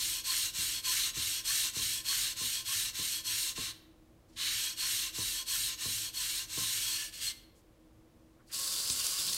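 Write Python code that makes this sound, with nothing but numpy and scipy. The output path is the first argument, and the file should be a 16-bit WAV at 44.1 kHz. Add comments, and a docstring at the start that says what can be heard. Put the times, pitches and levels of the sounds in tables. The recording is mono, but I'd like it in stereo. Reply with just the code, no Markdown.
"""A low hum fills a small kitchen. A diamond plate is pushed and pulled over a wet whetstone on a bridge
across a steel sink: the grit hisses with each stroke, the plate rings where it overhangs, and on most
pulls the stone rocks in its holder with a thump. Near 4 s the hand rests, then the strokes go on.
Just after 7 s the plate slides off the end and rings faintly. From about 8.5 s a tap runs over it,
with fizzing spray, drops and tiny bubbles."""
import sys
import numpy as np
from scipy import signal
from scipy.fft import rfft, irfft, next_fast_len
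from scipy.io import wavfile
from scipy.ndimage import uniform_filter1d, map_coordinates

SR = 44100
rng = np.random.default_rng(int(sys.argv[2]) if len(sys.argv) > 2 else 0)


def wav_record(signal):
    """Record a signal, one row per channel, as 16-bit PCM in the file named by sys.argv[1]."""
    frames = np.transpose(np.atleast_2d(signal))
    bounded = np.clip(frames, -1, 1)
    # unit amplitude maps onto the largest positive 16-bit level
    quanta = np.round(bounded * 32767).astype(np.int16)
    wavfile.write(sys.argv[1], SR, quanta)


N = 413198
TIME = np.arange(N) / SR

# Table levels are relative. Pan is left minus right; decay is the time to fade by 60 dB.
# tone colour of the quiet kitchen: f/Hz, level/dB
ROOM_NOISE = [(12, -26.5), (20, -16.5), (68, -15.5), (101, -6), (175, -14.5), (207, -16.5), (238, -7.5),
              (266, -20), (324, -3.5), (382, -19.5), (519, -14.5), (857, -24.5), (1070, -23), (1410, -29),
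              (15500, -39.5)]
# tones of the hum: f/Hz, level/dB
HUM_TONES = [(63, -74), (241, -79.5), (318, -71), (493, -82.5), (173, -79.5)]
# how long the kitchen echoes: f/Hz, decay/s
ROOM_DECAY = [(150, 0.1), (1000, 0.75), (3000, 0.57), (8000, 0.33), (15000, 0.58)]
# how alike left and right sound: f/Hz, likeness from 0 to 1
STEREO_LIKENESS = [(100, .97), (300, .85), (600, .7), (1200, .62), (2500, .45), (5000, .3), (12000, .25)]
# small noises of wet hand, resting plate and tap lever, and the tap's first spurt:
# middle t/s, length/s, f/Hz, width/Hz, level/dB
SMALL_NOISES = [(4.3, 0.051, 5000, 7000, -70), (4.345, 0.11, 4000, 7000, -67),
                (7.58, 0.11, 7000, 9000, -68.5), (7.98, 0.19, 116, 60, -65), (8.405, .05, 1260, 600, -66.5),
                (8.515, 0.068, 2170, 2500, -56)]
# tone colour of the splashing: f/Hz, level/dB
SPLASH_COLOUR = [(60, -19), (130, -12), (250, -23), (500, -13.5), (850, -20), (1400, -10), (2300, -12.5),
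                 (3400, -3), (4700, 2.5), (5900, 0), (8300, 0.5), (11000, -4), (15500, -10)]
# water gushing over the plate's edge: middle t/s, length/s, f/Hz, width/Hz, level/dB
EDGE_GUSHES = [(8.903, 0.024, 4070, 1400, -33.5), (8.915, 0.081, 8300, 1800, -34),
               (9.287, 0.037, 3950, 1800, -34.5), (9.3, 0.21, 138, 120, -56)]
# big drops hitting the plate: t/s, peak level/dB, f/Hz
BIG_DROPS = [(8.553, -31, 4600), (8.725, -21, 5170), (8.764, -19.5, 4800), (8.788, -25, 4600),
             (8.801, -31, 6000), (8.855, -19, 6960), (8.901, -14.5, 4640), (9.068, -15, 6500),
             (9.347, -14.5, 8500)]
# thumps, mostly the stone rocking in its holder: t/s, level/dB, brightness/dB
THUMPS = [(.58, -32.5, -31), (1.168, -38.5, -7.5), (1.764, -40, 0), (2.41, -41.5, 0), (2.99, -41, -1),
          (3.579, -43, 11), (5.183, -38, 1.5), (5.854, -37, -4.5), (6.575, -37, 1.5), (8.896, -36, -12)]
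# modes (natural ringing tones) of bridge and sink: f/Hz, level/dB, decay/s
SINK_MODES = [(42.3, -36, 0.41), (70, -10, 0.48), (105, -5, 0.37), (151.5, -1, 0.097), (193, -6, 0.11),
              (251.4, -8, 0.25), (324, 1.5, 0.044), (465, 1.5, 0.035), (497, -4, 0.071),
              (625, -11.5, 0.035), (1072, -3, 0.064)]
# places of the plate along the stone, in half strokes from the middle; below NEAR it slides off the end
FAR, PARKED, NEAR, PAST, BRINK, OFF = 1, .6, -1, -1.6, -1.9, -2.5
# strokes, each lasting until the next one or a stop: start t/s, place reached, pressure level/dB
HAND_STROKES = [(-.07, NEAR, -28.5), (0.23, FAR, -27), (.523, NEAR, -28.5), (0.824, FAR, -25.5),
                (1.126, NEAR, -28.5), (1.433, FAR, -25.5), (1.72, NEAR, -28.5), (2.033, FAR, -26.5),
                (2.35, NEAR, -29), (2.639, FAR, -27.5), (2.925, NEAR, -29.5), (3.23, FAR, -28),
                (3.544, PARKED, -32), (4.356, NEAR, -28), (4.756, FAR, -27.5), (5.122, NEAR, -29.5),
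                (5.45, FAR, -28), (5.767, NEAR, -30), (6.122, FAR, -29.5), (6.47, PAST, -28.5),
                (7.116, BRINK, -38.5), (7.199, OFF, -30.5)]
STOPS_S = [3.735, 7.333]  # the hand rests; the hand lifts the plate away
# tone colour of the grinding, left and right: f/Hz, level/dB
GRIT_COLOUR_LEFT = [(100, -35), (800, -49), (1150, -14), (1700, -8.5), (2300, -5.5), (3000, -1.5),
                    (3800, -3.5), (5000, -1.5), (8400, 6), (9600, -2), (11000, -6), (13500, -6),
                    (15500, -12.5)]
GRIT_COLOUR_RIGHT = [(100, -55), (850, -48), (1300, -16.5), (1700, -15.5), (2300, -7.5), (3100, 0),
                     (4100, 4.5), (5000, 2), (7500, -5.5), (9000, 1), (11000, -4.5), (13000, -2),
                     (15000, -19)]
# ringing tones of plate, stone and sink, the lowest being the sink's:
# f/Hz, width/Hz, level/dB, pan/dB, boost at near end/dB, boost at far end/dB
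RINGING_TONES = [(1049.4, 24.5, -38.5, 5, 13.5, 13.5), (1588, 19, -34.5, -20, 2, 5),
                 (1771, 33, -27, 2, 2, -1), (1965, 21, -33, 15, -14, 1), (2280, 6.3, -29, 10, -29.5, -13),
                 (2765, 54, -21, 1, -16, 2.5), (3304, 54, -21.5, -1, 7, -12), (4310, 68, -15, -5, 3.5, 1),
                 (5574, 20, -19, 5.5, 1.5, -39), (6060, 63, -19.5, 6, 5.5, 4.5),
                 (6600, 34, -26.5, -7, 10.5, 11.5), (7540, 39, -32, -4, 3.5, -6.5),
                 (8270, 28, -22.5, -5, 0, -5), (8970, 24, -22, 1, -6, -2), (11560, 48, -33.5, 2.5, 12, -5),
                 (12000, 28, -27.5, -7, -4, 2), (13200, 45, -30, 21, -4.5, -11)]
# spots where friction makes a mode sing: push or pull, place, reach, rough f/Hz, level/dB, pan/dB
SINGING_SPOTS = [("push", -0.71, 0.15, 1200, -22.5, 7), ("pull", 0.63, 0.21, 1050, -28.5, 6.6),
                 ("push", -.8, 0.27, 4300, -11.5, -19), ("pull", -.87, 0.13, 3320, -16, -2),
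                 ("pull", -1.5, 0.16, 1770, -17, 19), ("pull", -1.5, .14, 2800, -21, -2),
                 ("pull", -2.3, 0.12, 4300, -3, -5)]
# loose grains cracking under the plate: t/s, peak level/dB, f/Hz
GRAIN_CRACKS = [(1.578, -21, 5000), (2.088, -20, 5500), (2.226, -31, 9000)]
# ringing as the plate's edge slips off the stone: t/s, f/Hz, level/dB, decay/s
SLIP_TONES = [(7.298, 4300, -51, 0.35), (7.298, 4345, -55, .3), (7.298, 2100, -50, 0.22),
              (7.298, 6095, -58, .2), (7.298, 5900, -57, 0.17)]


def amp(db):
    """Turns decibels into a gain."""
    return 10 ** (np.asarray(db) / 20)


def unit(x):
    """Scales a signal to an average (rms) size of 1."""
    return x / np.sqrt(np.mean(x ** 2) + 1e-20)


def read(points, hz):
    """Looks up a table between its rows, on a log-frequency axis."""
    f, value = np.transpose(points)
    return np.interp(np.log(hz + 1), np.log(f + 1), value)


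def add(mix, s, sound):
    """Mixes a sound in, starting at s seconds."""
    part = mix[..., round(s * SR):][..., :sound.shape[-1]]
    part += sound[..., :part.shape[-1]]


def pan(db):
    """Left and right gains; positive db is louder on the left."""
    return unit(amp([[db / 2], [-db / 2]]))


def drift(rate_hz):
    """A random wander that heads for a new value rate_hz times a second."""
    knots = np.arange(0, N / SR + 1, 1 / rate_hz)
    return unit(np.interp(TIME, knots, rng.standard_normal(4096)[:len(knots)]))


def clicks(per_s, spread_db):
    """Random clicks of uneven size, left and right."""
    size = amp(spread_db * np.minimum(rng.exponential(1, (2, N)), 4))
    return unit(size * rng.choice([-1, 1], (2, N)) * (rng.random((2, N)) < per_s / SR))


def resonate(x, hz, width):
    """Lets x ring one mode, width Hz wide; the result has size 1."""
    return unit(signal.lfilter(*signal.iirpeak(hz, hz / width, SR), x))


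def band(x, hz, width):
    """Resonates twice, leaving little but the sound around hz."""
    return resonate(resonate(x, hz, width), hz, width)


def closeness(place, spot, reach):
    """1 with the plate at the spot, falling smoothly to 0 away from it."""
    return np.exp(-((place - spot) / reach) ** 2)


def stereo_colour(pair, left, right, lag_samples=0.):
    """Colours two unrelated signals and makes them alike in the bass; the right one may lag."""
    size = next_fast_len(N)
    hz = np.fft.rfftfreq(size, 1 / SR)
    a, b = rfft(pair, size)
    same = np.clip(read(STEREO_LIKENESS, hz), 0, 1)
    b = (same * a + np.sqrt(1 - same ** 2) * b) * np.exp(-2j * np.pi * hz * lag_samples / SR)
    return unit(irfft([a * amp(read(left, hz)), b * amp(read(right, hz))], size)[:, :N])


def ripple(x, place, still_db=1.2, sliding_db=3.0, fine_hz=70, wide_hz=170):
    """Many weak modes and sink echoes add peaks and dips to the tone; some shift with the place."""
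    hz, t, spectrum = signal.stft(x, SR, nperseg=1024, noverlap=768)
    fine, wide = rng.standard_normal((2, 2000)), rng.standard_normal((2, 2000, 8))
    grid = np.meshgrid(hz / wide_hz, 2 * (np.interp(t, TIME, place) - OFF), indexing="ij")
    for side in range(2):
        still = np.interp(hz / fine_hz, np.arange(fine.shape[1]), fine[side])[:, None]
        sliding = map_coordinates(wide[side], grid, order=1, mode="nearest")
        spectrum[side] *= amp(still_db * still + sliding_db * sliding)
    return unit(signal.istft(spectrum, nperseg=1024, noverlap=768)[1][:, :N])


def background(noise_db=-63):
    """Soft room noise and a slightly wavering hum."""
    hum = sum(amp(db + 0.4 * drift(15)) * np.sqrt(2) * np.sin(2 * np.pi * hz * TIME + 0.198 * drift(4.1))
              for hz, db in HUM_TONES)
    return amp(noise_db) * stereo_colour(rng.standard_normal((2, N)), ROOM_NOISE, ROOM_NOISE) + hum


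def kitchen_echo(x):
    """Sound bounces off sink and walls, each pitch range dying away at its own speed."""
    hz, t, noise = signal.stft(rng.standard_normal((2, SR // 2)), SR, nperseg=256)
    fade = amp(-60 * t / read(ROOM_DECAY, hz)[:, None]) * (t > .004)
    tail = signal.istft(noise * fade, SR, nperseg=256)[1]
    return signal.fftconvolve(x, tail / np.linalg.norm(tail[0]), axes=1)[:, :N]


def rumble(strength, sway_hz=41, drone_hz=106):
    """The moving arm shakes the bridge and the sink bottom; a little rumble lingers at rest."""
    moving = unit(np.sqrt(np.abs(uniform_filter1d(strength, 3000))))
    shake = rng.standard_normal((3, N))
    sway = amp(-65) * band(shake[0], sway_hz, 13)
    drone = amp(-65 + 1.7 * drift(7.6)) * band(shake[1], drone_hz, 30)
    rest = amp(-68) * band(shake[2], sway_hz, 50)
    return pan(2.6) * (moving * (sway + drone) + rest)


def bursts(rows):
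    """Handling noises, spurts or gushes: bands of noise that briefly swell and fade."""
    out = np.zeros((2, N))
    for (middle, length, hz, width, db), noise in zip(rows, rng.standard_normal((len(rows), 3, SR // 2))):
        swell = np.hanning(round(length * SR))
        sound = band(noise[:2] + noise[2], hz, width)[:, -len(swell):]
        add(out, middle - length / 2, amp(db) * swell * unit(sound))
    return out


def ticks(rows):
    """Drops or cracking grains: tiny sharp hits, each a spatter of noise in a wide resonance."""
    out, t = np.zeros((2, N)), np.arange(900) / SR
    for (s, db, hz), spatter in zip(rows, rng.standard_normal((len(rows), 2, len(t)))):
        tick = resonate(spatter * np.exp(-t / 0.0014), hz, hz / 2)
        add(out, s - .001, amp(db) * tick / np.abs(tick).max())
    return out


def bubbles(per_s=600, decay_cycles=13, pitches=24):
    """Tiny bubbles burst in the film of water, each a short rising ping."""
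    out, t = np.zeros((2, N)), np.arange(1200) / SR
    for k, hz in enumerate(np.geomspace(3500, 12000, pitches)):
        age = t * hz / decay_cycles
        ping = np.sin(2 * np.pi * hz * t * (1 + 0.0051 * age)) * np.exp(-age)
        pops = (rng.random(N) < per_s / pitches / SR) * rng.uniform(.2, 1, N)
        out += pan(5 * (-1) ** k) * signal.oaconvolve(pops, ping)[:N]
    return unit(out)


def flow(dribble_at_s=8.458, jet_at_s=8.512, rise_s=0.032, swell_s=0.56, swell_db=2.5):
    """Strength of the splashing: a dribble, the jet opening, a swell as the plate comes under it."""
    dribble = np.clip((TIME - dribble_at_s) / rise_s, 0, 1)
    jet = np.clip((TIME - jet_at_s) / rise_s, 0, 1)
    under_jet = np.clip((TIME - jet_at_s) / swell_s, 0, 1)
    return amp(-61) * dribble + jet * amp(-35 + swell_db * under_jet)


def tap():
    """An airy jet fizzes on the plate, droplets patter, the basin rings and water gurgles off the edge."""
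    fizz = stereo_colour(clicks(12000, 1.9), SPLASH_COLOUR, SPLASH_COLOUR)
    spray = amp(-2) * ripple(fizz, .5 * drift(4.2))
    clumps = unit(amp(3 * drift(90)))
    patter = amp(-7) * clumps * stereo_colour(clicks(1500, 3.0), SPLASH_COLOUR, SPLASH_COLOUR)
    basin = amp(-23) * band(clicks(3000, 3.2), hz=1085, width=70)
    ring = resonate(clicks(2000, 2.2), 4550, 92) + 0.84 * resonate(clicks(2000, 2), 4810, 140)
    pings = amp(-12) * bubbles()
    gurgle = amp(-22) * unit(amp(6.1 * drift(18)) * band(clicks(2000, 2), hz=2820, width=300))
    water = spray + patter + basin + amp(-12) * ring + pings + gurgle
    return water * flow() * amp(0.7 * drift(40)) + bursts(EDGE_GUSHES)


def rocking(gain_db=-4.5, rattle_db=-7, settle_s=.048, fade_db=1.5):
    """The holder tips, then chatters ever more softly as it settles; each knock rings bridge and sink."""
    out, t = np.zeros(N), np.arange(SR // 2) / SR
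    for (s, db, bright_db), (delays, flips) in zip(THUMPS, rng.random((len(THUMPS), 2, 5))):
        knock = np.zeros(len(t))
        for k, (hz, mode_db, decay_s) in enumerate(SINK_MODES):
            start_db = db + gain_db + mode_db + bright_db * hz / (hz + 300)
            knock += (-1) ** k * amp(start_db - 60 * t / decay_s) * np.sin(2 * np.pi * hz * t)
        add(out, s, knock)
        for k, (delay, flip) in enumerate(zip(np.sort(0.00596 + settle_s * delays), flips)):
            add(out, s + delay, knock * amp(rattle_db - fade_db * k) * np.sign(flip - .5))
    return pan(2.5) * out


def slip_off(rise_s=0.0028):
    """Clear of the stone, the plate rings faintly and soon dies away under the fingers."""
    out, t = np.zeros((2, N)), np.arange(SR // 2) / SR
    for s, hz, db, decay_s in SLIP_TONES:
        ring = np.sin(2 * np.pi * hz * t) * amp(db - 60 * t / decay_s)
        add(out, s, pan(-4) * ring * (1 - np.exp(-t / rise_s)))
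    return out


def singing(strength, place, rough_hz=80, wander_hz=30):
    """Sticking and slipping makes the nearest tone of plate, stone or sink sing, briefly and roughly."""
    out, heading = np.zeros((2, N)), np.gradient(place)
    for way, spot, reach, near_hz, db, pan_db in SINGING_SPOTS:
        hz = min((mode[0] for mode in RINGING_TONES), key=lambda f: abs(f - near_hz))
        moving = uniform_filter1d(1. * (heading > 0 if way == "push" else heading < 0), 600)
        on_spot = moving * closeness(place, spot, reach)
        phase = 2 * np.pi * np.cumsum(hz + wander_hz * drift(4)) / SR
        tone = unit(drift(rough_hz) * np.cos(phase) + drift(rough_hz) * np.sin(phase))
        out += pan(pan_db) * strength * on_spot * amp(db + 0.5 * drift(3)) * tone
    return out


def hand(halt_s=0.0049, stick_s=0.0028, overlap_s=.025, knee_speed=0.51,
         speed_db=3.0, short_db=-2.0, restart_db=-3.5):
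    """Each stroke is half a swing of the arm. Gives rubbing strength, place and brightness over time."""
    strength, bright_db = np.zeros((2, N))
    place, rested = np.full(N, float(FAR)), False
    starts, goals, pressures_db = np.transpose(HAND_STROKES)
    travels = np.diff(goals, prepend=FAR)
    goes_on = np.append(travels[:-1] * travels[1:] > 0, False)
    for start, travel, pressure_db, same_way in zip(starts, travels, pressures_db, goes_on):
        end = min(s for s in [*starts, *STOPS_S] if s > start)
        stops = end in STOPS_S
        # a nudge runs on into a stroke going the same way; otherwise the plate halts, then sticks
        end += overlap_s if same_way and abs(travel) < 1 and not stops else -halt_s
        progress = np.clip((TIME - start - stick_s) / (end - start - stick_s), 0, 1)
        now = (progress > 0) & (progress < 1)
        speed = np.sin(np.pi * progress[now])
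        ease_db = 2.5 if travel > 0 else 2  # the hand leans in early and eases off, more on a push
        pressure = amp(pressure_db - ease_db * (progress[now] - .5))
        strength[now] += np.tanh(speed / knee_speed) * pressure  # little louder above the knee
        place += travel * np.sin(np.pi * progress / 2) ** 2
        # faster grit strikes more sharply; short strokes and the first one after a rest are duller
        bright_db[TIME >= start] = short_db * max(2 - abs(travel), 0) - speed_db * 0.89
        bright_db[now] += speed_db * speed + restart_db * rested * (1 - progress[now])
        rested = stops
    bright_db += -0.53 * np.clip(place, NEAR, FAR) + 0.64 * drift(12)  # duller far away; a slight flicker
    return [uniform_filter1d(control, 600) for control in (strength, place, bright_db)]


def ringing(strength, place, gain_db=-2.0, end_reach=.42):
    """Rubbing rings plate, stone and sink. 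The wet stone damps the plate, except where it overhangs."""
    out = np.zeros((2, N))
    near, far = closeness(place, NEAR, end_reach), closeness(place, FAR, end_reach)
    drive = strength * unit(rng.standard_normal(N) + rng.standard_normal((2, N)))
    for hz, width, db, pan_db, near_db, far_db in RINGING_TONES:
        contact_db = near_db * near + far_db * far + 0.86 * drift(9)
        ring = signal.lfilter(*signal.iirpeak(hz, hz / width, SR), drive * amp(db + gain_db + contact_db))
        out += pan(pan_db) * ring * np.sqrt(SR / (np.pi * width))  # makes up for the narrow filter
    return out


def grinding(strength, place, bright_db, judder_db=0.56, coarse_db=-11, treble_hz=4500):
    """Countless fine grains and a few coarse ones scrape the stone and set off the ringing."""
    strength = strength * amp(judder_db * drift(70))
    grit = clicks(25000, 1.8) + amp(coarse_db) * clicks(700, 2.9)
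    grit = stereo_colour(grit, GRIT_COLOUR_LEFT, GRIT_COLOUR_RIGHT, lag_samples=2.77)
    hiss = amp(-2.5) * ripple(grit, place)
    body = signal.sosfiltfilt(signal.butter(2, treble_hz, fs=SR, output="sos"), hiss)
    scrape = body * amp(-bright_db) + (hiss - body) * amp(bright_db)
    # early in a push the leading edge bites into the stone with a low crunch
    pushing = uniform_filter1d(1. * (np.gradient(place) > 1e-6), 600)
    biting = pushing * closeness(place, spot=-0.45, reach=0.34)
    crunch = amp(-18) * biting * band(clicks(500, 5.6), hz=1750, width=830)
    return strength * (scrape + crunch) + ringing(strength, place)


def scene(echo_db=-11):
    """Sharpening, then rinsing, with the kitchen's echo and hum."""
    strength, place, bright_db = hand()
    rubbing = grinding(strength, place, bright_db) + singing(strength, place)
    sharpening = rubbing + ticks(GRAIN_CRACKS) + slip_off() + rocking() + rumble(strength)
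    direct = sharpening + bursts(SMALL_NOISES) + tap() + ticks(BIG_DROPS)
    return direct + amp(echo_db) * kitchen_echo(direct) + background()


def record(dry):
    """Cuts the highest treble, above 15850 Hz."""
    lowpass = signal.firwin(511, 15850, window=("kaiser", 9), fs=SR)
    return signal.oaconvolve(dry, lowpass[None], "same", axes=1)


dry = scene()
out = record(dry)
wav_record(out)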